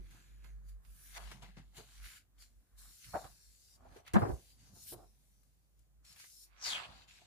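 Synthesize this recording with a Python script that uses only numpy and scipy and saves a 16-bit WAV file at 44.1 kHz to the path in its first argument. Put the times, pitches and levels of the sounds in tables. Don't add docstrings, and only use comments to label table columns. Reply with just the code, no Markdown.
import sys
import numpy as np
from scipy import signal
from scipy.fft import rfft, irfft, next_fast_len
from scipy.io import wavfile
from scipy.ndimage import uniform_filter1d, map_coordinates

SR = 44100
rng = np.random.default_rng(int(sys.argv[2]) if len(sys.argv) > 2 else 0)


def waveform_to_disk(signal):
    frames = np.transpose(np.atleast_2d(signal))
    scaled = np.clip(frames, -1, 1) * 32767
    samples = np.round(scaled).astype(np.int16)
    wavfile.write(sys.argv[1], SR, samples)


N = 320166

# freq_hz, density_db_per_hz (relative)
ROOM_SPECTRUM = [(18, -33), (30, -3), (59, -10.5), (85, -14), (230, -43.5), (269, -33.5), (530, -33.5),
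                 (707, -34.5), (918, -38), (5010, -45), (6340, -42), (7040, -41.5), (15400, -43.5)]
# freq_hz, likeness (-1 to 1)
ROOM_LIKENESS = [(60, 0.22), (240, 0.6), (950, 0.2), (3770, -0.59), (15000, 0.21)]
# start_s, hold_s, level_db, rise_s, fall_s, pitch_hz
HUM_SWELLS = [(0, 0, -46.5, .1, .2, 46.3), (0.326, 0.12, -56, .12, .1, 50.7),
              (0.551, 0.019, -47.5, 0.26, .12, 49.9), (0.68, 0.086, -48.5, .15, .08, 47.9),
              (0.886, .04, -52.5, .04, .064, 48), (1.149, 0, -59, .4, .1, 49.5),
              (1.27, 0.0044, -47, .2, .09, 50.9), (1.43, 0.019, -56, .16, .5, 48.2),
              (1.681, 0, -59, .4, .13, 49.4), (2.016, 0.043, -50, .11, .05, 49),
              (2.4, 0, -60.5, .13, .2, 49.2), (2.591, 0, -59, .12, .046, 49.3),
              (2.745, 0.14, -60, .045, .1, 49), (3.061, 0.27, -64, .03, .05, 50.5),
              (3.481, 0, -61.5, .08, .13, 53.8), (3.884, 0.048, -63.5, .2, .09, 50.8),
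              (4.159, 0.051, -57.5, .1, .1, 55.3), (4.33, 0.0087, -37, .02, .04, 58.5),
              (4.591, 0, -66.5, .35, .6, 55.6), (5.296, .14, -71, 0.58, 0.034, 48.84),
              (5.82, 0, -64, 0.19, 0.048, 53.26), (5.99, 0, -65, 0.093, .24, 57.8),
              (6.53, 0, -66, 0.13, 0.19, 47.7), (6.75, 0.01, -69, .11, 0.12, 50.5),
              (6.96, 0, -61.5, 0.13, .12, 55.1), (7.14, 0, -70.5, 0.32, 0.063, 50.5)]
# start_s, peak_db, treble_db (over peak), t60_s, left_right_db
EDGE_TICKS = [(0.4436, -93, -18, 0.033, -81), (0.6868, -60.5, 19, 0.087, -0.5),
              (0.848, -68.5, -41, 0.07, -19), (1.3139, -43.5, -33, 0.099, 3),
              (1.4259, -51.5, -37, 0.0713, 1), (1.744, -55.5, -4, 0.16, 2), (1.8078, -58, -16, 0.063, -3),
              (2.3814, -68, -23, 0.059, 13), (2.4223, -49.5, -5.5, 0.023, 0),
              (2.7826, -65.5, 17, 0.025, 11.5), (3.2414, -53, -22, 0.14, 9.5),
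              (3.9639, -53.5, -19, 0.094, 1), (4.0647, -57, -11, 0.0693, 8),
              (4.0778, -44.5, -21, 0.035, -1), (4.135, -41, -1.5, 0.029, -5.5),
              (4.2849, -56.5, -6, 0.07, 6.5), (5.432, -66, 2.5, 0.087, 12), (5.7907, -68, 13, 0.064, 11),
              (6.0496, -65.5, 13, 0.034, 14.5), (6.1609, -53.5, -8, 0.1, 2),
              (6.1994, -48.5, -1.5, 0.026, 4), (6.2399, -50.5, -9.5, 0.07, 3.5), (7.0911, -70, 4, 0.07, 4)]
# start_s, peak_db, pitch_hz, t60_s, left_right_db
SHEET_BUCKLES = [(0.441, -64, 153, 0.15, -12.5), (1.158, -58, 710, 0.069, 0), (1.315, -57, 138, 0.06, -19),
                 (1.419, -55, 145, 0.075, 7), (1.484, -56.5, 187, 0.043, 2.5), (1.568, -55, 126, 0.02, -5),
                 (1.779, -54.5, 435, 0.1, -6), (3.148, -31, 705, 0.1, 1.5), (3.164, -32.5, 712, 0.027, 8),
                 (3.207, -49.5, 680, 0.11, 4.5), (3.246, -47.5, 770, 0.042, -2),
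                 (3.849, -55, 743, 0.11, -1), (3.959, -47.5, 435, 0.05, -2), (4.143, -28, 334, 0.038, -2),
                 (4.154, -19.5, 197, 0.11, 1), (4.216, -30.5, 140, 0.081, 3), (4.227, -37, 815, 0.05, 9.5),
                 (4.249, -38, 390, 0.075, 8), (4.267, -37.5, 328, 0.071, 7), (4.29, -39, 348, 0.12, -0.5),
                 (4.756, -62, 133, 0.14, -4), (4.917, -51.5, 355, 0.11, -10),
                 (7.214, -59.5, 736, 0.064, -2)]
# start_s, hold_s, level_db, rise_s, fall_s
PAGE_PARTINGS = [(6.643, 0.11, -36.5, 0.036, 0.084), (6.845, 0.0069, -50, 0.02, 0.024)]
# start_s, hold_s, body_db, rise_s, fall_s, centre_hz, thump_db (over body)
SHEET_BENDS = [(0, 0, -83.5, .01, .1, 900, 27.5), (.148, 0, -70.5, .09, .15, 960, 5.5),
               (.55, 0, -81.5, 3, 3, 1350, 8.5), (.842, 0.006, -83.5, .17, 0.47, 1046, -14),
               (1.172, 0, -51.5, .036, 0.176, 857, -36), (1.338, 0.024, -66, .3, .11, 1000, 3),
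               (1.424, 0, -56, .01, .09, 800, -1), (1.574, 0.0081, -60.5, .006, .065, 730, 5.5),
               (1.786, 0.015, -58, .046, 0.076, 600, -3.5), (1.89, 0.26, -72, .05, .05, 1550, -6),
               (2.07, 0, -75.5, .05, .05, 333.5, 9.5), (2.41, 0, -77.5, .11, .14, 1596, -15),
               (2.834, .06, -71.5, .165, .116, 1457, -4), (3.076, 0.021, -69.5, .045, 0.17, 1444, 4.5),
               (3.142, 0.012, -34, .009, 0.044, 710, -15), (3.251, 0, -50.5, .04, .053, 796, -8.5),
               (3.32, 0.011, -82.5, .1, .15, 900, 5.5), (3.827, .11, -66.5, .1, .1, 750, 0),
               (3.981, 0, -59, .1, .1, 526, -12.5), (4.07, 0.036, -68, 0.055, 0.052, 1170, -4.5),
               (4.14, 0, -40, .002, .05, 524, 7), (4.164, 0, -40, .018, .058, 581, -12),
               (4.232, 0, -36, .06, .07, 554, -2.5), (4.29, 0.0098, -39, .014, 0.074, 374, -3.5),
               (4.716, 0, -76.5, .4, .6, 789, 10), (4.925, 0, -48.5, .008, 0.097, 420, -6.5),
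               (4.99, .05, -59, .05, 0.039, 430, -21), (6.07, 0.094, -73.5, .07, .05, 1450, -9.5),
               (6.66, 0.15, -50, .06, .2, 967, -36), (6.72, 0.083, -48.5, .15, 0.053, 1240, -16.5),
               (6.9, 0, -63, .1, .25, 820, -0.5), (7.15, 0.0048, -80.5, .5, 0.21, 1465, -3),
               (7.235, .03, -73.5, .3, .1, 720, -3)]
# centre_hz, width_hz, gain_db
SHEET_MODES = [(350, 52, 6.5), (719, 54, 2.5), (1124, 200, -12.5), (1630, 200, -11)]
# start_s, hold_s, swish_db, drift_db (over the hold), rise_s, fall_s, rasp_db (over swish),
# rasp_centre_hz, sheen_db (over swish), rasp_left_right_db
RUB_STROKES = [(0.101, 0.011, -77, 6, 0.41, .38, 1, 1753, -3, -1.5),
               (.445, 0.039, -79.5, -5, 0.029, .09, 4.5, 1880, 0, -5),
               (.693, 0.005, -75.5, -0.5, .06, .08, -3.5, 1580, 0.5, -2),
               (0.858, 0.2, -83, 14, 0.062, .3, -9.5, 1900, 7, -24),
               (1.135, 0.042, -67, 15, .13, .015, 1.5, 1998, -7.5, 3),
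               (1.195, 0.13, -66, -1, .02, .15, 0.5, 2300, -6.5, 7.5),
               (1.424, 0, -67, 0.5, 0.01, .13, 6, 2340, -5.5, 4.5),
               (1.574, 0, -66.5, -0.5, 0.017, .08, 2, 1967, -12, 4),
               (1.773, 0.0079, -57, -0.5, 0.028, .09, -2.5, 2900, -4.5, 4),
               (1.862, 0.12, -72.5, 6.5, .3, .05, -2.5, 3200, -3.5, -4),
               (2.06, .12, -59, -7, .1, 0.054, 0.5, 2056, -1.5, -0.5),
               (2.388, .02, -74.5, 6.5, 0.0033, .05, -7, 3100, -1, 6),
               (2.421, 0, -64.5, 1.5, .04, .08, -6, 3400, -4.5, -4),
               (2.506, 0.32, -88, -2.5, .1, .1, -4.5, 2500, 2, 3),
               (2.788, 0.26, -63.5, -3.5, .025, .2, -10, 3600, -0.5, 1),
               (3.043, 0.012, -64, -0.5, .04, .03, 1, 3000, -7, -2),
               (3.08, 0.12, -63, 0.5, .2, .4, -10, 1529, -3, 0),
               (3.45, 0.31, -71.5, 1.5, 0.2, .03, -14.5, 2300, -4.5, -2),
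               (3.973, 0.033, -73, -4, 0.19, 0.035, 1.5, 1886, -5.5, 1),
               (4.07, 0.0064, -74, 5, .03, .05, 9.5, 2250, -6, -1.5),
               (4.138, 0.012, -58.5, -3, .002, .04, -0.5, 1600, -4, 15),
               (4.164, 0.00093, -73.5, -2.5, 0.014, .076, 18.5, 1550, -6, 0),
               (4.194, .32, -72.5, 2, .03, .12, -6.5, 3200, -1.5, 0),
               (4.599, .09, -72.5, 2, .05, .1, -5, 2400, -6.5, 1),
               (4.754, 0.086, -66.5, 8, 0.07, .03, -15, 4060, -1.5, 1),
               (4.884, .054, -57.5, -1, 0.066, .023, -9, 3698, 7, 1.5),
               (4.96, 0.019, -74, 1, 0.011, .34, -9.5, 2700, -2.5, -1),
               (5.187, 0.099, -83.5, 2.5, .4, .65, -8.5, 3000, 0, -3),
               (5.785, 0.039, -87.5, -1.5, .06, .1, -6.5, 2800, -3, -3),
               (6.051, 0.081, -68.5, 4, 0.015, .033, -6, 3340, -6.5, 1.5),
               (6.2, 0.021, -61.5, 0, 0.0727, 0.11, -2.5, 2500, -4.5, -2),
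               (6.262, 0.18, -67, 5, .05, 0.048, -19.5, 4180, -1.5, -2.5),
               (6.66, 0.044, -45.5, 1, .035, .11, -4, 2584, -12, -0.5),
               (6.76, .1, -64.5, -7.5, 0.16, .03, 11.5, 2301, -12.5, -11),
               (6.898, 0.14, -73, -1.5, .3, .05, 6, 3700, -10, 4),
               (7.083, 0.087, -69.5, -1, .012, .25, 3, 3300, -10, 1) ]
# freq_hz, density_db_per_hz (relative)
RASP_SPECTRUM = [(760, -35.5), (1300, -5.5), (1400, -5), (1680, 0), (1850, -8.5), (2000, -2), (2730, -4.5),
                 (3310, -4), (4600, -4.5), (5980, -29.5), (10100, -120)]
SWISH_SPECTRUM = [(2060, -38.5), (3500, -13), (3820, -3.5), (4440, 0), (6160, 0), (6590, 0), (7390, 2),
                  (8250, -8), (9000, -8), (11700, -25), (19800, -120)]
SHEEN_SPECTRUM = [(5000, -35), (8500, -4), (9270, 1), (12900, -4), (15400, -8.5)]
# time_s, left_lead_ms, side_over_mid_db
SOURCE_PATH = [(0, .21, -2.5), (.49, .22, 4), (.7, .39, -0.5), (1.3, -0.093, -1.5), (1.45, -.13, -5),
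               (2.1, 0, -4.5), (3.7, 0.056, -2), (4.11, .2, -0.5), (4.13, .074, 6.5), (4.3, -.02, 3),
               (4.4, -.1, -3), (4.9, 0, -4.5), (5.6, -.1, -0.5), (6.2, -.05, 0), (6.4, .27, -2),
               (7.26, .2, -1.5)]
# freq_hz, left_right_db
PORT_MISMATCH = [(60, 2), (110, 2), (200, -3.5), (380, 5.5), (700, 7), (1290, 8), (2380, 3), (4400, 2),
                 (8120, 4.5), (15000, -0.5)]

ROOM_DB, TOP_HZ = -78.5, 15450
HUM_REST_DB, HUM_REST_HZ = -78.21, 53
WAVER_DB, WAVER_HZ = 6.435, 1.8
THUMP_REST_DB = -82
GAP_HZ, GAP_FALLS_HZ_PER_S, GAP_OPEN_HZ = 5300, 22000, 2843
SHEEN_TILT_DB_PER_OCT_PER_DB = 0.46
SCATTER_RAD = 1.606
SWING_DB = 20
CONTROL_HZ = 2000


def amp(db):
    return 10 ** (np.asarray(db) / 20)


def unit(x):
    return x / np.sqrt(np.mean(x ** 2) + 1e-20)


def along(points, hz):
    point_hz, values = np.transpose(points)
    return np.interp(np.log(hz + 1), np.log(point_hz + 1), values)


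def filtered(x, response):
    size = next_fast_len(x.shape[-1] + 4096)
    spectrum = rfft(x, size) * response(np.fft.rfftfreq(size, 1 / SR))
    return irfft(spectrum, size)[..., :x.shape[-1]]


def resonance(hz, centre_hz, sharp):
    damping = 1j * hz * centre_hz / sharp
    return damping / (centre_hz ** 2 - hz ** 2 + damping)


def noise(gain, patchy_db, grit_db, size=512):
    slips = unit(uniform_filter1d(rng.standard_normal(N), 90))
    gritty = rng.standard_normal((2, N)) * amp(grit_db * slips)
    hz, t, z = signal.stft(gritty, SR, nperseg=size)
    shape = gain(hz[:, None], t) * np.ones(z.shape[1:])
    shape = shape / np.sqrt(np.mean(np.abs(shape) ** 2, 0))
    streaks = uniform_filter1d(rng.standard_normal(z.shape[1:]), size=4, axis=0)
    streaks = unit(uniform_filter1d(streaks, size=24, axis=1))
    z = z * shape * amp(patchy_db * streaks)
    return unit(signal.istft(z, SR, nperseg=size)[1][:, :N])


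def placed(pair, wider_db, pan_db=0):
    n = np.arange(N)
    time_s, lead_points_ms, side_points_db = np.transpose(SOURCE_PATH)
    lead_ms = np.interp(n / SR, time_s, lead_points_ms)
    side_db = np.interp(n / SR, time_s, side_points_db)
    turned = filtered(pair[0], lambda hz: 1j)
    side = np.cos(SCATTER_RAD) * turned + np.sin(SCATTER_RAD) * pair[1]
    side = side * amp(side_db + wider_db)
    shift = lead_ms * SR / 2000
    left = map_coordinates(pair[0] + side, [n + shift], mode="nearest")
    right = map_coordinates(pair[0] - side, [n - shift], mode="nearest")
    return np.array([left * amp(pan_db / 2), right * amp(-pan_db / 2)])


def gestures(start_s, hold_s, level_db, rise_s, fall_s, drift_db=0):
    t = np.arange(N * CONTROL_HZ // SR) / CONTROL_HZ - start_s[:, None]
    hold_s = np.maximum(hold_s, 1e-4)[:, None]
    before = np.clip(-t, 0, None) / np.maximum(rise_s, 1e-3)[:, None]
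    after = np.clip(t - hold_s, 0, None) / np.maximum(fall_s, 1e-3)[:, None]
    drift = np.reshape(drift_db, (-1, 1)) * np.clip(t / hold_s, 0, 1)
    track_db = level_db[:, None] + drift - SWING_DB * (before + after)
    return 10 ** (np.maximum(track_db, -200) / 10)


def power_mean(power, values):
    return values @ power / power.sum(0)


def at(track, t=None):
    t = np.arange(N) / SR if t is None else t
    return np.interp(t, np.arange(len(track)) / CONTROL_HZ, track)


def wobble(knots_per_s):
    knots = rng.standard_normal(40 * N // SR)
    position = np.arange(N * CONTROL_HZ // SR) * knots_per_s / CONTROL_HZ
    return map_coordinates(knots, [position])


def page(hz):
    peaks = 0
    for centre_hz, width_hz, gain_db in SHEET_MODES:
        peaks = peaks + amp(gain_db) * np.abs(resonance(hz, centre_hz, centre_hz / width_hz))
    return (0.58 + peaks) / (1 + (hz / 2100) ** 6)


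def bursts(rows, colour, rise_s):
    out = np.zeros((2, 2, N + SR))
    t = np.arange(SR // 4) / SR
    for start_s, peak_db, tone, t60_s, pan_db in rows:
        envelope = amp(-60 * t / max(t60_s, .004)) * (1 - np.exp(-t / rise_s))
        puff = filtered(rng.standard_normal((2, len(t))) * envelope, colour(tone))
        puff = amp(peak_db) * puff / np.abs(puff[0]).max()
        pan = amp(np.reshape([pan_db / 2, -pan_db / 2], (2, 1, 1)))
        out[:, :, round(start_s * SR):][..., :len(t)] += puff * pan
    return np.array([placed(out[k, :, :N], wider_db=-3.5)[k] for k in range(2)])


def room():
    def colour(hz):
        turn = np.arccos(np.clip(along(ROOM_LIKENESS, hz), -1, 1)) / 2
        return amp(along(ROOM_SPECTRUM, hz)) * (hz > 65) * [np.cos(turn), np.sin(turn)]

    mid, side = filtered(rng.standard_normal((2, N)), colour)
    return amp(ROOM_DB) * unit(np.array([mid + side, mid - side]))


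def hum():
    *shape, pitch_hz = np.transpose(HUM_SWELLS)
    power = gestures(*shape)
    rest = amp(2 * (HUM_REST_DB + WAVER_DB * wobble(5.5)))
    rest_hz = HUM_REST_HZ + WAVER_HZ * wobble(5)
    total = power.sum(0) + rest
    heard_hz = (pitch_hz @ power + rest * rest_hz) / total
    phase_rad = 2 * np.pi * np.cumsum(at(heard_hz)) / SR + np.array([[-.6], [.6]])
    return at(np.sqrt(2 * total)) * np.sin(phase_rad) * amp([[-.8], [.8]])


def ticks():
    def colour(treble_db):
        treble = amp(treble_db - 3.0)
        return lambda hz: resonance(hz, 1880, sharp=0.91) + treble * resonance(hz, 9000, sharp=1.0)

    return bursts(EDGE_TICKS, colour, rise_s=0.0004)


def buckles():
    def colour(pitch_hz):
        def response(hz):
            above = page(hz) * (1j * hz / (.7 * pitch_hz + 1j * hz)) ** 3
            voice = resonance(hz, pitch_hz, sharp=6.6) + amp(-16.5) * above
            return voice / (1 + 1j * hz / 2600) ** 4
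        return response

    return bursts(SHEET_BUCKLES, colour, rise_s=0.0048)


def peel():
    def colour(hz, t):
        gap_hz = GAP_HZ - GAP_FALLS_HZ_PER_S * (t - PAGE_PARTINGS[0][0])
        gap_hz = np.clip(gap_hz, GAP_OPEN_HZ, 2 * GAP_OPEN_HZ)
        return np.abs(resonance(hz, gap_hz, sharp=3.6)) ** 2

    level = at(np.sqrt(gestures(*np.transpose(PAGE_PARTINGS)).sum(0)))
    air = amp(-5.0) * level * noise(colour, patchy_db=1.5, grit_db=3.0)
    return placed(air, wider_db=-3.5, pan_db=4.5)


def flex():
    *shape, bend_hz, thump_db = np.transpose(SHEET_BENDS)
    power = gestures(*shape)
    centre_hz = 1.124 * power_mean(power, bend_hz)

    def body_colour(hz, t):
        band = np.abs(resonance(hz, at(centre_hz, t), sharp=0.66)) ** 2.6
        return page(hz) * band / (1 + (250 / (hz + 1)) ** 4)

    def thump_colour(hz, t):
        return np.abs(resonance(hz, 100, sharp=0.79)) ** 2

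    lumps = noise(body_colour, patchy_db=.8, grit_db=2.5, size=1024)
    body = amp(-4.0) * at(np.sqrt(power.sum(0))) * lumps
    push = at(np.sqrt(amp(2 * thump_db) @ power + amp(2 * THUMP_REST_DB)))
    thump = push * noise(thump_colour, patchy_db=2.5, grit_db=2.5, size=2048)
    return placed(body, wider_db=-1.0, pan_db=-1.5) + placed(thump, wider_db=-2.5, pan_db=-2.5)


def slide():
    (start_s, hold_s, swish_db, drift_db, rise_s, fall_s,
     rasp_db, rasp_hz, sheen_db, pan_db) = np.transpose(RUB_STROKES)
    power = gestures(start_s, hold_s, swish_db, rise_s, fall_s, drift_db)
    rasp_power = power * amp(2 * rasp_db)[:, None]
    centre_hz = power_mean(rasp_power, rasp_hz)
    tilt_db_per_oct = SHEEN_TILT_DB_PER_OCT_PER_DB * power_mean(power, sheen_db) + 2.5

    def swish_colour(hz, t):
        return amp(along(SWISH_SPECTRUM, hz))

    def sheen_colour(hz, t):
        tilt_db = at(tilt_db_per_oct, t) * np.log2((hz + 1) / 10000)
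        return amp(along(SHEEN_SPECTRUM, hz) + tilt_db)

    def rasp_colour(hz, t):
        return amp(along(RASP_SPECTRUM, hz)) * np.abs(resonance(hz, at(centre_hz, t), sharp=0.86))

    def port_gain(hz):
        return amp(along(PORT_MISMATCH, hz) * [[.5], [-.5]])

    swish_level = amp(-2.5) * at(np.sqrt(power.sum(0)))
    swish = swish_level * noise(swish_colour, patchy_db=3.5, grit_db=0.55)
    sheen_level = at(np.sqrt(amp(2 * sheen_db) @ power))
    sheen = sheen_level * noise(sheen_colour, patchy_db=0.3, grit_db=0.9)
    rasp_level = at(np.sqrt(rasp_power.sum(0)))
    rasp = rasp_level * noise(rasp_colour, patchy_db=1.8, grit_db=2.5)
    fine = filtered(placed(swish + sheen, wider_db=3.5), port_gain)
    return fine + placed(rasp, wider_db=2.5, pan_db=at(power_mean(rasp_power, pan_db)))


def scene():
    return room() + hum() + ticks() + buckles() + peel() + flex() + slide()


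def record(dry):
    return filtered(dry, lambda hz: hz < TOP_HZ)


dry = scene()
out = record(dry)
waveform_to_disk(out)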